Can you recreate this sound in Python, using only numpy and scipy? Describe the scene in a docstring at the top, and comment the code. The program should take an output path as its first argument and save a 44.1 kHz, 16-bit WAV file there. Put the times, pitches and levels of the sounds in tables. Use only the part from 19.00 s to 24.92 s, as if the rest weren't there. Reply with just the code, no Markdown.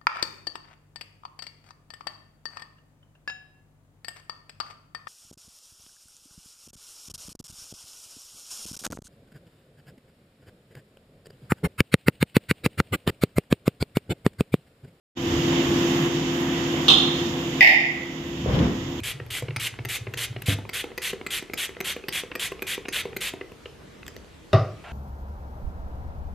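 """A plastic pump knocks over faint room air, the counter thuds softly under the working arm, mist hisses out.
Sixteen squeezes; then the bottle is set down on the counter and a tap starts to run into the basin.
Knocks and thuds: struck dying modes, thuds with noise clatter. Arm: low sine swells.
Spray and water: coloured droplet clicks over turbulence. Air: drifting noise. Echoes: sparse random taps."""
import sys
import numpy as np
from scipy import signal
from scipy.fft import rfft, irfft
from scipy.io import wavfile
from scipy.ndimage import uniform_filter1d

SR = 44100
rng = np.random.default_rng(int(sys.argv[2]) if len(sys.argv) > 2 else 0)


def voltage_ratio(level):
    """Linear amplitude factor for a level in decibels (scalar or array-like)."""
    return 10 ** (np.asarray(level, float) / 20)


def materialize(psi):
    """Save the field psi as 16-bit PCM at rate SR to the path in sys.argv[1].

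    A 1-D psi becomes a single channel; in a 2-D psi each row is a channel.
    """
    bounded = np.clip(np.atleast_2d(psi).T, -1, 1)
    quanta = np.round(bounded * 32767).astype(np.int16)
    wavfile.write(sys.argv[1], SR, quanta)


N = 261072

# steady room air: f/Hz, relative level/dB
AIR = [(12, -28), (20, 10), (109, -8), (149, -7), (274, -12), (307, -10), (465, -11), (550, -19),
       (615, -14), (687, -20), (768, -19.5), (3090, -27), (15600, -46.5)]
# left-right likeness of the air: f/Hz, likeness/1
AIR_SAME = [(60, 1), (240, 0.39), (950, 0.13), (3770, 0.44), (15000, 0.067)]
AIR_RMS_DB = -45.5

# modes of the hollow bottle body: f/Hz, relative level/dB, t60/s
BODY = [(253, -21, 0.036), (318, -36.5, 0.066), (383.5, 3, 0.041), (467, 1, 0.055), (647, -7, 0.02),
        (923, -14, 0.075), (1043, -18, 0.024)]
# modes of the pump head: f/Hz, relative level/dB, t60/s
HEAD = [(1030, -27, 0.005), (1460, -28, 0.0092), (1650, -14.5, 0.0098), (1860, -9.5, 0.016),
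        (2215, 4, 0.021), (2603, 6, 0.0077), (2630, -12, 0.0086), (3600, -22, 0.005), (4370, -41, 0.0055)]
# modes of the bright snap: f/Hz, relative level/dB, t60/s
SNAP = [(4000, 3.5, 0.015), (4630, 12.5, 0.0036), (6460, 9.5, 0.0037), (8110, 8.5, 0.012),
        (10200, -45, 0.0035), (13900, 23, 0.0015)]
# how each part is hit: modes, contact/samples, contacts per rattle, longest t60/s
PARTS = [(BODY, 27, 2, .03), (HEAD, 11, 8, .014), (SNAP, 3, 24, .005)]
# finger drives the plunger down: t/s, peak level/dB, body level/dB rel
PRESSES = [(0.002, -32.5, 1), (0.2638, -40, -6), (0.562, -18.5, -14.5), (0.85, -22.5, -5),
           (1.1379, -23, -6.5), (1.4198, -25.5, -11), (1.692, -25, -10), (1.9776, -21.5, -4.5),
           (2.2645, -20, -4.5), (2.535, -21, -3), (2.8042, -20.5, -3), (3.0841, -17, -3.5),
           (3.3531, -20, -4.5), (3.6216, -21, -3), (3.8841, -21.5, -2), (4.1649, -20, -3.5)]
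# plunger lets go with a hollow thump: t/s, peak level/dB, body level/dB rel
RETURNS = [(0.4232, -31, 7.5), (1.5869, -36, 12), (1.8407, -28.5, 7), (2.1315, -29, 9), (2.4244, -32, 5.5),
           (2.6919, -32.5, 4), (2.9638, -29, 6), (3.2354, -32.5, 9.5), (3.519, -27.5, 7),
           (3.7787, -31.5, 10.5), (4.0542, -30.5, 12), (4.337, -33, 10.5), (4.519, -39, 8.5)]
# head ticks against its upper stop: t/s, peak level/dB, body level/dB rel
STOPS = [(0.2, -28.5, 1), (0.4838, -27, 1), (0.5072, -29, -7), (0.7401, -32, -8), (0.789, -26.5, -1.5),
         (1.069, -27, 0.5), (1.3278, -35.5, -17), (1.3633, -28, 2.5), (1.652, -35, 6.5), (1.9045, -40, 8),
         (1.917, -37.5, 8.5), (2.2125, -31, 5.5), (2.4976, -31, 2.5), (2.7494, -35, -19), (2.767, -30, 2),
         (3.0387, -31, 1), (3.3156, -22, -6.5), (3.5934, -32, 0), (3.8538, -26.5, -2), (4.13, -31.5, 0.5),
         (4.4114, -27, 2), (4.6573, -28.5, -3), (5.03, -32.5, -29)]
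# bright ticks as the grip on the bottle shifts: t/s, peak level/dB, body level/dB rel
NAILS = [(5.0651, -34.5, -9), (5.0797, -31.5, -10), (5.0864, -45, 1), (5.1645, -36, 1.5), (5.245, -49, 9)]
# kinds of knock: knocks, snap level/dB rel, hardness/dB per octave
KINDS = [(PRESSES, -2.5, 0.39), (RETURNS, -9, 2.5), (STOPS, -40, 0.3), (NAILS, 3.4, -3.5)]
RATTLE_S, RATTLE_S_PER_DB = .0035, .0005  # length at -30 dB; harder knocks rattle longer
PLASTIC_LOW_HZ = 160

# soft pushes of the arm on the counter: t/s (swell starts 10 ms before), peak level/dB, f/Hz
PUSHES = [(0.009, -28, 99), (0.05, -31, 115), (0.144, -30, 133), (0.21, -27.5, 113), (0.259, -39, 108),
          (0.308, -34, 110), (0.426, -23, 119), (0.49, -24, 136), (0.517, -30, 113), (0.567, -23, 116),
          (0.726, -32, 112), (0.798, -26, 117), (0.859, -28.5, 123), (1.01, -26.5, 111),
          (1.077, -28.5, 110), (1.153, -29, 116), (1.197, -39, 120), (1.303, -24.5, 114.5),
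          (1.363, -30, 122), (1.43, -36.5, 131.8)]
PUSH_S, PUSH_T60_S = 0.022, .062  # lean-in, then decay
# low thuds, the one at 1.48 s swelling again: t/s, peak level/dB, tilt/dB per octave,
# clatter level/dB rel, swell/s, place struck/0-1
THUDS = [(1.482, -10.5, -17, -12.5, 0.0031, .15), (1.523, -20.5, -2, -24, 0.0017, 0),
         (5.531, -3.5, -0.36, -5.5, 0.0015, .85)]
# counter modes: f/Hz, relative level/dB, t60/s
COUNTER = [(86.4, -18, 0.29), (104.1, 4.5, 0.21), (121, 7.5, 0.11), (148.7, 12, 0.17), (188.3, -4.5, 0.36),
           (303, -16, 0.11), (374, -25, 0.57), (435, -24.5, 0.32), (620, -37, 0.4), (630, -8.5, 0.16),
           (720, -23, 0.27), (726, -25, 0.16), (768, -15, 0.2), (1044, -17, 0.1), (1170, -17, 0.17),
           (1210, -22, 0.23), (1249, -19.5, 0.65)]
# close modes of bottle, slab and cupboard, blurred into clatter: f/Hz, relative level/dB
CLATTER = [(60, -55), (130, -16), (190, -9), (300, 5), (520, -3), (625, 14), (780, -8.5), (900, -18),
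           (1200, 4), (1600, -20.5), (1950, -17), (2300, -23), (2750, -19), (3200, -25.5), (3800, -24),
           (5100, -29), (11000, -81), (14000, -100)]
# clatter decay: f/Hz, t60/s
CLATTER_T60 = [(200, 0.23), (600, 0.26), (1200, 0.26), (2000, 0.38), (4000, 0.25), (6000, 0.54),
               (10000, 0.059)]
CRACK_DB, CRACK_T60_S = 6, .025  # extra brightness of the first instant

# squeezes: valve opens t/s, stroke/s, mist level/dB, jet level/dB over mist, full pressure at/share of stroke
SPRAYS = [(0.036, 0.081, -37.5, 4.5, 0.6), (0.305, 0.092, -39, 5.5, 0.7), (0.598, 0.081, -36.5, 5, 0.9),
          (0.888, 0.081, -36, 4.5, 0.84), (1.174, 0.078, -36, 5.5, 0.92), (1.461, 0.075, -36, 5.5, 0.43),
          (1.734, 0.078, -37.5, 5, .15), (2.02, 0.084, -37, 5, 0.44), (2.306, 0.082, -36.5, 5, 0.43),
          (2.576, 0.081, -36, 5, 0.3), (2.846, 0.079, -36.5, 5.5, 0.5), (3.126, 0.079, -37, 6.5, .4),
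          (3.396, 0.079, -36.5, 5.5, 0.4), (3.670, 0.079, -37, 6, 0.4), (3.927, 0.083, -37, 7, 0.36),
          (4.208, 0.084, -37, 6, 0.14)]
# spray spectrum: f/Hz, relative level/dB
SPRAY = [(180, -10), (300, -16.5), (391, -8), (562, -12), (923, -15), (1000, -11.5), (1180, -10.5),
         (2040, 1.5), (3290, 2.5), (4430, -8.5), (5320, -18.5), (7650, -15), (12100, -16), (14800, -22.5),
         (15600, -40)]
SPLIT_HZ, DROPS_PER_S, DROP_SPREAD_DB, DROP_SHARE = 4850, 7500, 7.5, 0.21
PATCH_RMS_DB = 1.3  # the spray cone wanders, so its colour shifts in patches
FLUTTER_RMS_DB, FLUTTER_S = 1.5, 0.00362  # the jet spits unevenly
POP_S, POP_DB, OPEN_DB = 0.0067, -46, -4  # the valve pops open, short of full pressure
SAG_DB = -3  # pressure at the end of the stroke
SHUT_S, SHUT_DB = .016, -20  # the last of the pressure bleeds off
JET_SLACK = 0.2  # dB the jet regains per dB of lost pressure

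# bottle base modes: f/Hz, relative level/dB, t60/s
BASE = [(1870, -1, .05), (1976, -8, 0.13), (2240, -20, 0.073), (2600, -7, 0.11), (2775, 6.5, .04),
        (3220, -7, .06), (3660, 7.5, 0.032), (3880, -16, 0.067), (4750, -9, 0.027), (4900, -6, .04),
        (5400, -22, .05), (6072, -36, 0.046)]
# base lands and rocks once: t/s, peak level/dB
SET_DOWN = [(5.5306, -16.5), (5.546, -31)]
SKID_S = .004  # time constant of the uneven rim contacts

# tap water spectrum: f/Hz, relative level/dB
WATER = [(180, -67), (300, -39), (703, -5), (775, -8), (1250, -15), (1360, -9), (2030, -18), (2670, -15),
         (5330, -40), (10800, -54), (14000, -74)]
TAP_S, TAP_DB, TAP_OPEN_S, TAP_GROW_DB_PER_S = 5.838, -44.5, 0.0027, 15

# tiled room echo colour: f/Hz, level/dB
ROOM_TONE = [(100, -9.5), (300, -7), (1000, -9.5), (3000, -12.5), (6000, -6), (14000, -27)]
# tiled room decay: f/Hz, t60/s
ROOM = [(100, 0.45), (500, 0.46), (2000, 0.4), (6000, 0.25), (14000, 0.34)]
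# level of the side signal by frequency: f/Hz, level/dB
SIDE_TONE = [(60, -31), (99, -44), (160, -52), (270, -10), (450, -20), (740, -8), (1220, -19), (2010, -83),
             (3330, -21), (5500, -1.5), (9080, -13.5), (15000, -11)]
# overall tone, with its top edge: f/Hz, level/dB
TONE = [(20, -2.5), (13500, 2.5), (14800, -17), (16000, -21)]
LOW_CUT_HZ = 57.6


def evened(x):
    """Scales to rms 1."""
    return x / np.sqrt(np.mean(x ** 2) + 1e-20)


def peaked(x, db):
    """Scales to a peak level."""
    return voltage_ratio(db) * x / abs(x).max()


def read(points, hz):
    """Reads a table on a log-frequency axis."""
    f, value = np.transpose(points)
    return np.interp(np.log(hz + 1), np.log(f + 1), value)


def colour(x, points, weight=lambda hz: 1):
    """Filters by a dB spectrum, times an optional weight."""
    hz = np.fft.rfftfreq(x.shape[-1], 1 / SR)
    return irfft(rfft(x) * voltage_ratio(read(points, hz)) * weight(hz), x.shape[-1])


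def high_pass(x, hz):
    """Second-order Butterworth high-pass."""
    return signal.lfilter(*signal.butter(2, hz / SR * 2, "high"), x)


def add(mix, s, sound):
    """Mixes a sound in at time s."""
    part = mix[round(s * SR):][:len(sound)]
    part += sound[:len(part)]


def blurred(noise, bins, frames):
    """Averages noise over neighbouring bins and frames, rms 1."""
    across = uniform_filter1d(noise, size=bins, axis=0)
    return evened(uniform_filter1d(across, size=frames, axis=1))


def air():
    """Steady room air noise, partly shared by the two sides, drifting in patches."""
    hz = np.fft.rfftfreq(1024, 1 / SR)
    a, b, c, d, noise = rng.standard_normal((N // 256 + 5, 513, 5)).T
    patches = blurred(noise, bins=12, frames=14)
    same = np.clip(read(AIR_SAME, hz), -1, 1)[:, None]
    left, other = a + 1j * b, c + 1j * d
    z = np.array([left, same * left + np.sqrt(1 - same ** 2) * other])
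    z *= voltage_ratio(read(AIR, hz)[:, None] + 1.5 * patches)
    sound = signal.istft(z, nperseg=1024, noverlap=768)[1][:, :N]
    return voltage_ratio(AIR_RMS_DB) * evened(sound)


def ring(modes, spread_db, detune, size, tilt_db=0, place=0, longest=1):
    """Dying sines; the place struck sets how much and which way each mode starts."""
    t = np.arange(size) / SR
    hz, db, t60 = np.transpose(modes)[:, :, None]
    chance = rng.standard_normal((2, len(modes), 1))
    db = db + spread_db * chance[0] + tilt_db * np.log2(hz / hz.min())
    shape = np.cos(np.pi * place * np.arange(len(modes)))[:, None]
    level = shape * voltage_ratio(db - 60 * t / np.minimum(t60, longest))
    return (level * np.sin(2 * np.pi * hz * (1 + detune * chance[1]) * t)).sum(0)


def rattle_push(length_s, contact, count):
    """Force of a short rattle: random contacts after a first full one, each softened over its contact time."""
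    rattle = np.zeros(600)
    place, force, sign = rng.random((3, count))
    rattle[(place * length_s * SR).astype(int)] = (.4 + .5 * force) * np.sign(sign - .5)
    rattle[0] = 1
    return np.convolve(rattle, np.hanning(contact))  # a longer contact leaves the treble out


def knocks():
    """Each knock is a short rattle of soft contacts that rings bottle, pump head and spring."""
    out = np.zeros(N)
    for rows, snap_db, tilt_db in KINDS:
        for s, db, body_db in rows:
            length_s = np.clip(RATTLE_S + RATTLE_S_PER_DB * (db + 30), .002, .0095)
            levels_db = db + body_db, db, db + snap_db
            for (modes, contact, count, longest), level_db in zip(PARTS, levels_db):
                push = rattle_push(length_s, contact, count)
                sound = ring(modes, 2.5, detune=.07, size=3000, tilt_db=tilt_db, longest=longest)
                add(out, s, peaked(signal.fftconvolve(push, sound), level_db))
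    return high_pass(out, PLASTIC_LOW_HZ)  # small parts radiate no bass


def clatter(tilt_db, size):
    """Noise whose bands die at their own speeds, brighter in the first instant."""
    hz, t, z = signal.stft(rng.standard_normal(size), SR, nperseg=512, noverlap=384)
    start_db = read(CLATTER, hz) + tilt_db * np.log2(hz / 100 + 1)
    z *= voltage_ratio(start_db[:, None] - 60 * t / read(CLATTER_T60, hz)[:, None])
    tail = signal.istft(z, SR, nperseg=512, noverlap=384)[1][:size]
    bright = signal.lfilter([1, -.9], [1], tail)
    return tail + voltage_ratio(CRACK_DB - 60 * np.arange(size) / SR / CRACK_T60_S) * bright


def counter():
    """Soft pushes swell one low sine each; thuds ring all modes, whose close pairs beat, and clatter."""
    out, t = np.zeros(N), np.arange(SR // 2) / SR
    for s, db, hz in PUSHES:
        lean = np.sin(np.pi / 2 * np.clip(t / PUSH_S, 0, 1)) ** 2
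        swell = lean * voltage_ratio(-60 * np.maximum(t - PUSH_S, 0) / PUSH_T60_S)
        add(out, max(s - .01, 0), voltage_ratio(db) * swell * np.sin(2 * np.pi * (hz * t + rng.random())))
    for s, db, tilt_db, clatter_db, swell_s, place in THUDS:
        rise = 1 - np.exp(-t / swell_s)
        modes = ring(COUNTER, 0, detune=0, size=len(t), tilt_db=tilt_db, place=place)
        add(out, s, peaked(rise * modes, db))
        noise = np.minimum(t / 0.0014, 1) * clatter(tilt_db, size=len(t))
        add(out, s, peaked(noise, db + clatter_db))
    return out


def droplets(per_s, spread_db, share):
    """Dense clicks of uneven size over smooth turbulence."""
    size = voltage_ratio(spread_db * np.minimum(rng.exponential(1, N), 4)) * rng.choice([-1., 1.], N)
    clicks = evened(size * (rng.random(N) < per_s / SR))
    return share * clicks + (1 - share) * rng.standard_normal(N)


def patchy(x, depth_db):
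    """Drifting bright and dull patches over time and frequency."""
    z = signal.stft(x, nperseg=256, noverlap=192)[2]
    patches = blurred(rng.standard_normal(z.shape), bins=4, frames=10)
    return signal.istft(z * voltage_ratio(depth_db * patches), nperseg=256, noverlap=192)[1][:N]


def sprays():
    """The jet fills the lower band, the mist the upper; both follow the pressure of the squeeze."""
    def low_share(hz):
        return 1 / (1 + (hz / SPLIT_HZ) ** 12)

    drive = patchy(droplets(DROPS_PER_S, DROP_SPREAD_DB, DROP_SHARE), PATCH_RMS_DB)
    jet = evened(colour(drive, SPRAY, low_share))
    mist = evened(colour(drive, SPRAY, lambda hz: 1 - low_share(hz)))
    flutter = evened(uniform_filter1d(rng.standard_normal(N), int(FLUTTER_S * SR)))
    jet *= voltage_ratio(FLUTTER_RMS_DB * flutter)
    t, out = np.arange(N) / SR, np.zeros(N)
    for opens, length, mist_db, jet_db, full_at in SPRAYS:
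        full_s = np.clip(full_at, .05, .95) * length
        s = opens + np.array([-POP_S, 0, full_s, length, length + SHUT_S])
        on = slice(round(s[0] * SR), round(s[-1] * SR))
        pressure_db = np.interp(t[on], s, [POP_DB, OPEN_DB, 0, SAG_DB, SHUT_DB])
        level = voltage_ratio(mist_db + pressure_db) * signal.windows.tukey(len(t[on]), .03)
        jet_gain = voltage_ratio(jet_db - JET_SLACK * pressure_db)
        out[on] += level * (mist[on] + jet_gain * jet[on])
    return out


def set_down():
    """The base clacks on the hard top: uneven, fading rim contacts ring its modes."""
    out, t = np.zeros(N), np.arange(SR // 50) / SR
    for s, db in SET_DOWN:
        skid = rng.standard_normal(len(t)) * np.exp(-t / SKID_S)
        base = ring(BASE, 1, detune=0.0059, size=SR // 4)
        add(out, s, peaked(signal.fftconvolve(skid, base), db))
    return out


def tap():
    """Water rushes in the spout and meets the basin: the tap opens, then the flow grows."""
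    t = np.arange(N) / SR - TAP_S
    flow = np.clip(t / TAP_OPEN_S, 0, 1) * voltage_ratio(TAP_DB + TAP_GROW_DB_PER_S * t)
    return flow * evened(colour(droplets(3000, 3.0, 0.39), WATER))


def echoes(x, start, decays):
    """Sparse taps of random sign, one in every 20 samples, each band dying at its own speed."""
    taps = np.zeros(SR)
    at = np.arange(start, SR - 20, 20)
    taps[at + rng.integers(0, 20, len(at))] = rng.choice([-1., 1.], len(at))
    hz, t, z = signal.stft(taps, SR, nperseg=256)
    tail = signal.istft(z * voltage_ratio(-60 * t / read(decays, hz)[:, None]), SR, nperseg=256)[1]
    return signal.fftconvolve(x, tail / np.linalg.norm(tail))[:N]


def scene():
    """Sources in the middle with the tiled room; short echoes add a little width."""
    near = knocks() + counter() + sprays() + set_down() + tap()
    mid = near + colour(echoes(near, start=300, decays=ROOM), ROOM_TONE)
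    side_t60 = [(100, 0.11), (2000, 0.084), (14000, 0.24)]  # f/Hz, t60/s
    side = colour(echoes(near, start=20, decays=side_t60), SIDE_TONE)
    return np.array([mid + side, mid - side]) + air()


def low_pass(x):
    """Removes everything above the highest recorded frequency."""
    return signal.sosfilt(signal.butter(12, 15710, fs=SR, output="sos"), x)


def record(dry):
    """Bass roll-off, then overall tone."""
    thin = high_pass(dry, LOW_CUT_HZ)
    return low_pass(colour(thin, TONE))


dry = scene()
out = record(dry)
materialize(out)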